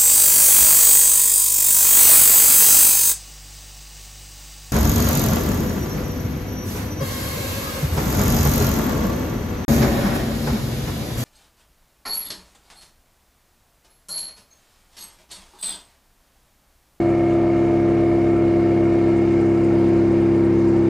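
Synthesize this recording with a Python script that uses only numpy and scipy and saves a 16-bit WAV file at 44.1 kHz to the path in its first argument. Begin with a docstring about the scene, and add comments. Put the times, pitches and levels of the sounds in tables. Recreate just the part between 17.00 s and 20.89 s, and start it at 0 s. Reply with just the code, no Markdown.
"""A steady hum at multiples of a rotor's turn: a benchtop centrifuge under its closed lid, miked close by.
A seven-ball bearing whines, rings and scuffs in step with shaft and cage; these are phase-locked tones and gated noise.
Air rushing round the bowl is noise in bands; a cooling fan and the mains hum underneath as plain tones.
The small handheld microphone pair drifts, so bass grows and whine fades."""
import sys
import numpy as np
from scipy import signal
from scipy.fft import rfft, irfft
from scipy.io import wavfile
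from scipy.ndimage import uniform_filter1d

SR = 44100
rng = np.random.default_rng(int(sys.argv[2]) if len(sys.argv) > 2 else 0)


def store_wav(level_fs):
    """Save 16-bit WAV to argv[1]."""
    pcm = np.round(np.clip(np.atleast_2d(level_fs), -1, 1) * 32767)
    wavfile.write(sys.argv[1], SR, pcm.T.astype(np.int16))


N = 171549  # length in samples

# Handheld microphone drift. Each row: time in seconds, bass change in dB, bearing whine change in dB,
# bearing ring change in dB.
DRIFT_PATH = [(0.0, -2.5, 3, -2), (0.998, -1.4, 1, -3.5), (1.999, 0.3, -0.5, -3), (2.3, 1, -4.5, -1.9),
              (2.6, 0.5, -4, -4), (2.801, 2, -5, -4.5), (3.3, 1.7, -9, -6), (3.89, 1.8, -22, -8.5)]
LEAD_S = .00005  # the left microphone hears the partials with a nonzero lead frequency this much early
FADE_S, TOP_HZ = .003, 15100  # recorder edges and top limit

# Fan and mains tones, their common starting phase, and the level of each in dB rms before its waver.
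HUM_HZ, HUM_RAD = [58.81, 120, 240, 360], 4.0
HUM_LEVELS = [-40, -53, -43.5, -50]

# Air in the bowl, shared by both microphones. Each row: frequency in Hz, density in dB per Hz.
AIR_SPECTRUM = [(25, -77), (50, -73), (80, -65.5), (115, -64), (150, -59), (190, -64), (245, -56.5),
                (292, -65), (335, -56.5), (400, -57.5), (480, -58), (565, -65.5), (600, -61), (680, -65),
                (900, -66.5), (1100, -71.5), (1500, -74), (2000, -76.5), (2700, -81.5), (3300, -89),
                (4100, -88.5), (5000, -92), (7000, -95), (9000, -103.5), (11000, -105), (12500, -117),
                (15000, -132)]
# Left-right difference of all noise. Each row: frequency in Hz, differing part over shared part in dB.
STEREO_WIDTH = [(30, -33.5), (150, -11), (400, -15.5), (1000, -17), (2500, -14), (4900, -13), (6500, -11),
                (8200, -8), (9400, 10), (10800, 4.5), (15000, 6)]
SWELL_DB, FLICKER_DB, WHIP_DB = .3, 1.35, 2.1

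# Bearing: cage turns per shaft turn; seven balls pass in one cage turn.
CAGE_SHARE, BALL_COUNT = .371815, 7
# Whine partials, as multiples of the cage turn (those of seven are ball passes).
WHINE_MULTIPLES = [14, 42, 49, 56, 71, 97, 98, 105, 107, 126, 133, 135, 140, 144, 146, 147, 150, 161, 169,
                   172, 175, 179, 182, 186, 200]
# Level of each whine partial in dB rms, before drift, waver and wobble.
WHINE_LEVELS = [-59, -42.5, -37, -34.5, -54.5, -56, -55.5, -52, -58.5, -61, -57, -61, -63, -57, -58.5,
                -60.5, -65, -64, -61, -45.5, -60.5, -64, -63, -53, -69]
WOBBLE = .36, .1  # share by which the shaft swings the whine, once and twice a turn
CAGE_RAD, WHINE_RAD = -.207, -.4  # phase of the whine: per order, all
# Seventh ball-pass multiple mixed with the shaft: cage multiple, and shaft multiples added to it.
MIX_FROM, MIX_ORDERS = 49, [-16, -8, -2, 6]
# Level of each mixed tone in dB rms, before waver.
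MIX_LEVELS = [-61, -50.5, -50.5, -58.5]
# Housing resonances rung by passing balls. Each row: centre in Hz, width in Hz, level in dB rms
# of the shared part before drift and waver.
HOUSING_RING = [(1328, 70, -47), (1816, 90, -50), (2208, 380, -45.5), (2850, 550, -56)]
RING_DUTY = .21  # ball passes from the start of a ring to its peak
TICK_HZ, TICK_WIDTH_HZ, TICK_DUTY, TICK_DB = 4880, 450, .07, -65  # once a turn; duty in turns, dB rms
SCUFF_HZ, SCUFF_WIDTH_HZ, SCUFF_DB = 7800, 4500, -69  # dB rms
CAGE_MARK, SCUFF_SHARP = .11, 1.9  # cage position (turns) of the hardest scuff, and how selective it is
RISE_DB_PER_S = .7  # the tick grows at this rate as the microphone drifts, the scuff at twice it

# Rotor speed: steady, then sagging slowly.
TURN_HZ, SAG_FROM_S, SAG_HZ_PER_S = 33.797, 1.22, .048
# Rotor partials, as multiples of the turn.
ROTOR_MULTIPLES = [1, 2, 3, 4, 5, 6, 7, 8, 10, 11, 12, 13, 14, 15, 16, 17, 18, 19, 23, 26, 28, 29, 30, 31,
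                   34, 35, 66, 73, 79, 81]
# One row per rotor multiple. Each row: level in dB rms before drift and waver, left minus right in dB,
# share of the bass drift it follows.
ROTOR_LEVELS = [(-50.5, -1.6, 1), (-44, 0.7, 0.8), (-29.5, -0.2, .6), (-30.5, -1.1, 0.1), (-40, 1.5, 1.2),
                (-28.5, 1.5, 1), (-53.5, 3.5, -1.6), (-28.5, 1, .45), (-17.5, .51, 0.22), (-31, 2.5, 1.3),
                (-38, -0.2, -.6), (-35, 2, -1), (-53.5, .3, -2.2), (-42, 0, 1.5), (-48, -2.2, -2.5),
                (-54, 4, 0.5), (-42, -1, -1.1), (-51, 7, -2.5), (-60, 0.5, -0.5), (-55, 3.5, 1),
                (-54, 0.4, 3.1), (-62.5, -0.8, -0.8), (-60, 1, -3), (-56.5, -1.3, 1.3), (-56.5, -1.5, .01),
                (-58, 2, -2.5), (-64, -2.2, -2.8), (-71, -3.2, 1.3), (-71, .1, 0.7), (-70.5, 1.7, 0.7)]
BEND_RAD, SMEAR_RAD, MARK_RAD, START_RAD = .0396, 3.93, -2.26, -1.22  # per order cubed, squared, per order, all
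LATE_ORDER, LATE_DB, LATE_S = 13, -20.5, 1  # starts out cancelled at the microphone and grows in
WAVER_DB = .8  # slow waver of weak rotor tones


def undb(db):
    """dB to gain."""
    return 10 ** (np.asarray(db) / 20)


def level(x, db):
    """Scale to an rms level."""
    return x * undb(db) / np.sqrt(np.mean(x ** 2))


def walk(rate):
    """Random levels held 1 / rate s and slewed twice; spread near 1."""
    hold = int(SR / rate)
    steps = np.repeat(rng.standard_normal(N // hold + 1), hold)
    slewed = uniform_filter1d(uniform_filter1d(steps, hold), hold)
    return 1.3 * slewed[:N]


def puff(turns, duty):
    """Once a cycle: a quick rise and a slower fall, peak 1 after duty turns."""
    x = turns % 1 / duty
    return x * np.exp(1 - x)


def on_log(table, hz):
    """Read a spectrum table along log frequency."""
    table = np.array(table)
    return np.interp(np.log(hz), np.log(table[:, 0]), table[:, 1])


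def band(hz, width_hz):
    """Noise through a steep resonance."""
    f = np.arange(N // 2 + 1) * SR / N + 1e-3  # offset avoids dividing by zero
    detuning = (f - hz ** 2 / f) / width_hz
    return irfft(rfft(rng.standard_normal(N)) / (1 + detuning ** 2) ** 2, N)


def pair(hz, width_hz):
    """Left and right noise of one band: shared part at rms 1 and a part of opposite sign in each."""
    shared = level(band(hz, width_hz), 0)
    differing = level(band(hz, width_hz), on_log(STEREO_WIDTH, hz))
    return shared + differing * np.array([[1], [-1]])


def tone(turns, hz, db, pan_db, phase):
    """One partial in both channels; hz sets how far the left leads in phase."""
    side = np.array([[.5], [-.5]])
    gain = np.sqrt(2) * undb(db + pan_db * side)
    return gain * np.sin(2 * np.pi * (turns + hz * LEAD_S * side) + phase)


def fan_and_mains(t):
    """Cooling fan and mains harmonics: fixed tones that waver slightly in level."""
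    return sum(tone(hz * t, hz, db + .6 * walk(5.6), 0, HUM_RAD) for hz, db in zip(HUM_HZ, HUM_LEVELS))


def air(turns):
    """Bands a fifth of an octave apart swell together, flicker alone and, up high, are whipped once a turn."""
    out, swell, whip = 0, walk(.54), puff(turns, .051)
    for hz in 25 * 2 ** np.arange(0, 9.3, 1 / 5):
        db = on_log(AIR_SPECTRUM, hz) + 10 * np.log10(hz * .14)  # density times bandwidth
        motion_db = SWELL_DB * swell + FLICKER_DB * walk(18) + WHIP_DB * whip * (hz > 2000)
        out = out + pair(hz, hz * .25) * undb(db + motion_db)
    return out


def bearing_scuff(turns, t):
    """Broad noise once a turn, strongest on turns when shaft and cage marks meet."""
    cage_at_turn = CAGE_SHARE * np.floor(turns)
    meet = np.exp(SCUFF_SHARP * np.cos(2 * np.pi * (cage_at_turn - CAGE_MARK)))
    stroke = np.abs(np.sin(np.pi * turns))
    growth = undb(2 * RISE_DB_PER_S * t + 1.5 * walk(3))
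    return level(meet * stroke * growth * pair(SCUFF_HZ, SCUFF_WIDTH_HZ), SCUFF_DB)


def bearing_tick(turns, t):
    """A narrow noise band that never falls silent and is struck once a turn."""
    growth = undb(RISE_DB_PER_S * t + 1.5 * walk(2.7))
    return level((.6 + puff(turns, TICK_DUTY)) * growth * pair(TICK_HZ, TICK_WIDTH_HZ), TICK_DB)


def bearing_ring(cage, ring_db):
    """Each ball pass excites the housing resonances, heard as pulsed noise bands."""
    ring = sum(pair(hz, width) * undb(db + .7 * walk(15)) for hz, width, db in HOUSING_RING)
    pulses = level(.59 + puff(BALL_COUNT * cage, RING_DUTY), 0)
    return undb(ring_db) * ring * pulses


def bearing_whine(turns, cage, whine_db, ring_db):
    """Tones locked to the cage, swung by the shaft, plus tones where ball pass and shaft mix."""
    whine = 0
    for k, db in zip(WHINE_MULTIPLES, WHINE_LEVELS):
        drift_db = whine_db if k < 100 else ring_db
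        waver_db = .7 * min(k / 56, 2) * walk(20)
        phase = CAGE_RAD * k + WHINE_RAD + k / 300 * walk(8)  # high orders jitter more
        whine = whine + tone(k * cage, 0, db + drift_db + waver_db, -.3, phase)
    whine = whine * (1 + WOBBLE[0] * np.cos(2 * np.pi * turns) + WOBBLE[1] * np.sin(4 * np.pi * turns))
    for k, db in zip(MIX_ORDERS, MIX_LEVELS):
        phase = rng.uniform(0, 2 * np.pi)
        whine = whine + tone(MIX_FROM * cage + k * turns, 0, db + 1.1 * walk(3.6), .1, phase)
    return whine


def bearing(turns, t, whine_db, ring_db):
    """Balls and cage roll at a fixed share of the shaft's turn and drive whine, ring, tick and scuff."""
    cage = CAGE_SHARE * turns
    tones = bearing_whine(turns, cage, whine_db, ring_db)
    return tones + bearing_ring(cage, ring_db) + bearing_tick(turns, t) + bearing_scuff(turns, t)


def rotor(turns, t, low_db):
    """The spinning rotor hums at multiples of its turn; the weaker ones waver more."""
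    late_db = LATE_DB * np.maximum(1 - t / LATE_S, 0)
    out = 0
    for k, (db, pan_db, share) in zip(ROTOR_MULTIPLES, ROTOR_LEVELS):
        waver_db = WAVER_DB * (-db - 14.0) / 24 * walk(5.02)
        now_db = db + share * low_db + late_db * (k == LATE_ORDER) + waver_db
        phase = BEND_RAD * k ** 3 + SMEAR_RAD * k * k + MARK_RAD * k + START_RAD
        out = out + tone(k * turns, k * TURN_HZ, now_db, pan_db, phase)
    return out


def scene():
    """Fan and mains, air, bearing and rotor, all but the first in step with one shaft."""
    t = np.arange(N) / SR
    turns = np.cumsum(TURN_HZ - SAG_HZ_PER_S * np.maximum(t - SAG_FROM_S, 0)) / SR
    drift = np.array(DRIFT_PATH)
    low_db, whine_db, ring_db = (np.interp(t, drift[:, 0], column) for column in drift.T[1:])
    background = fan_and_mains(t) + air(turns)
    return background + bearing(turns, t, whine_db, ring_db) + rotor(turns, t, low_db)


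def record(dry):
    """The recorder opens and closes softly and cuts the top with a steep low-pass."""
    to_nearest_end = np.minimum(np.arange(N), np.arange(N)[::-1])
    edge = np.minimum(to_nearest_end / (FADE_S * SR), 1)
    low_pass = signal.ellip(8, .2, 70, TOP_HZ, fs=SR, output="sos")
    return signal.sosfilt(low_pass, dry * edge)


dry = scene()
out = record(dry)
store_wav(out)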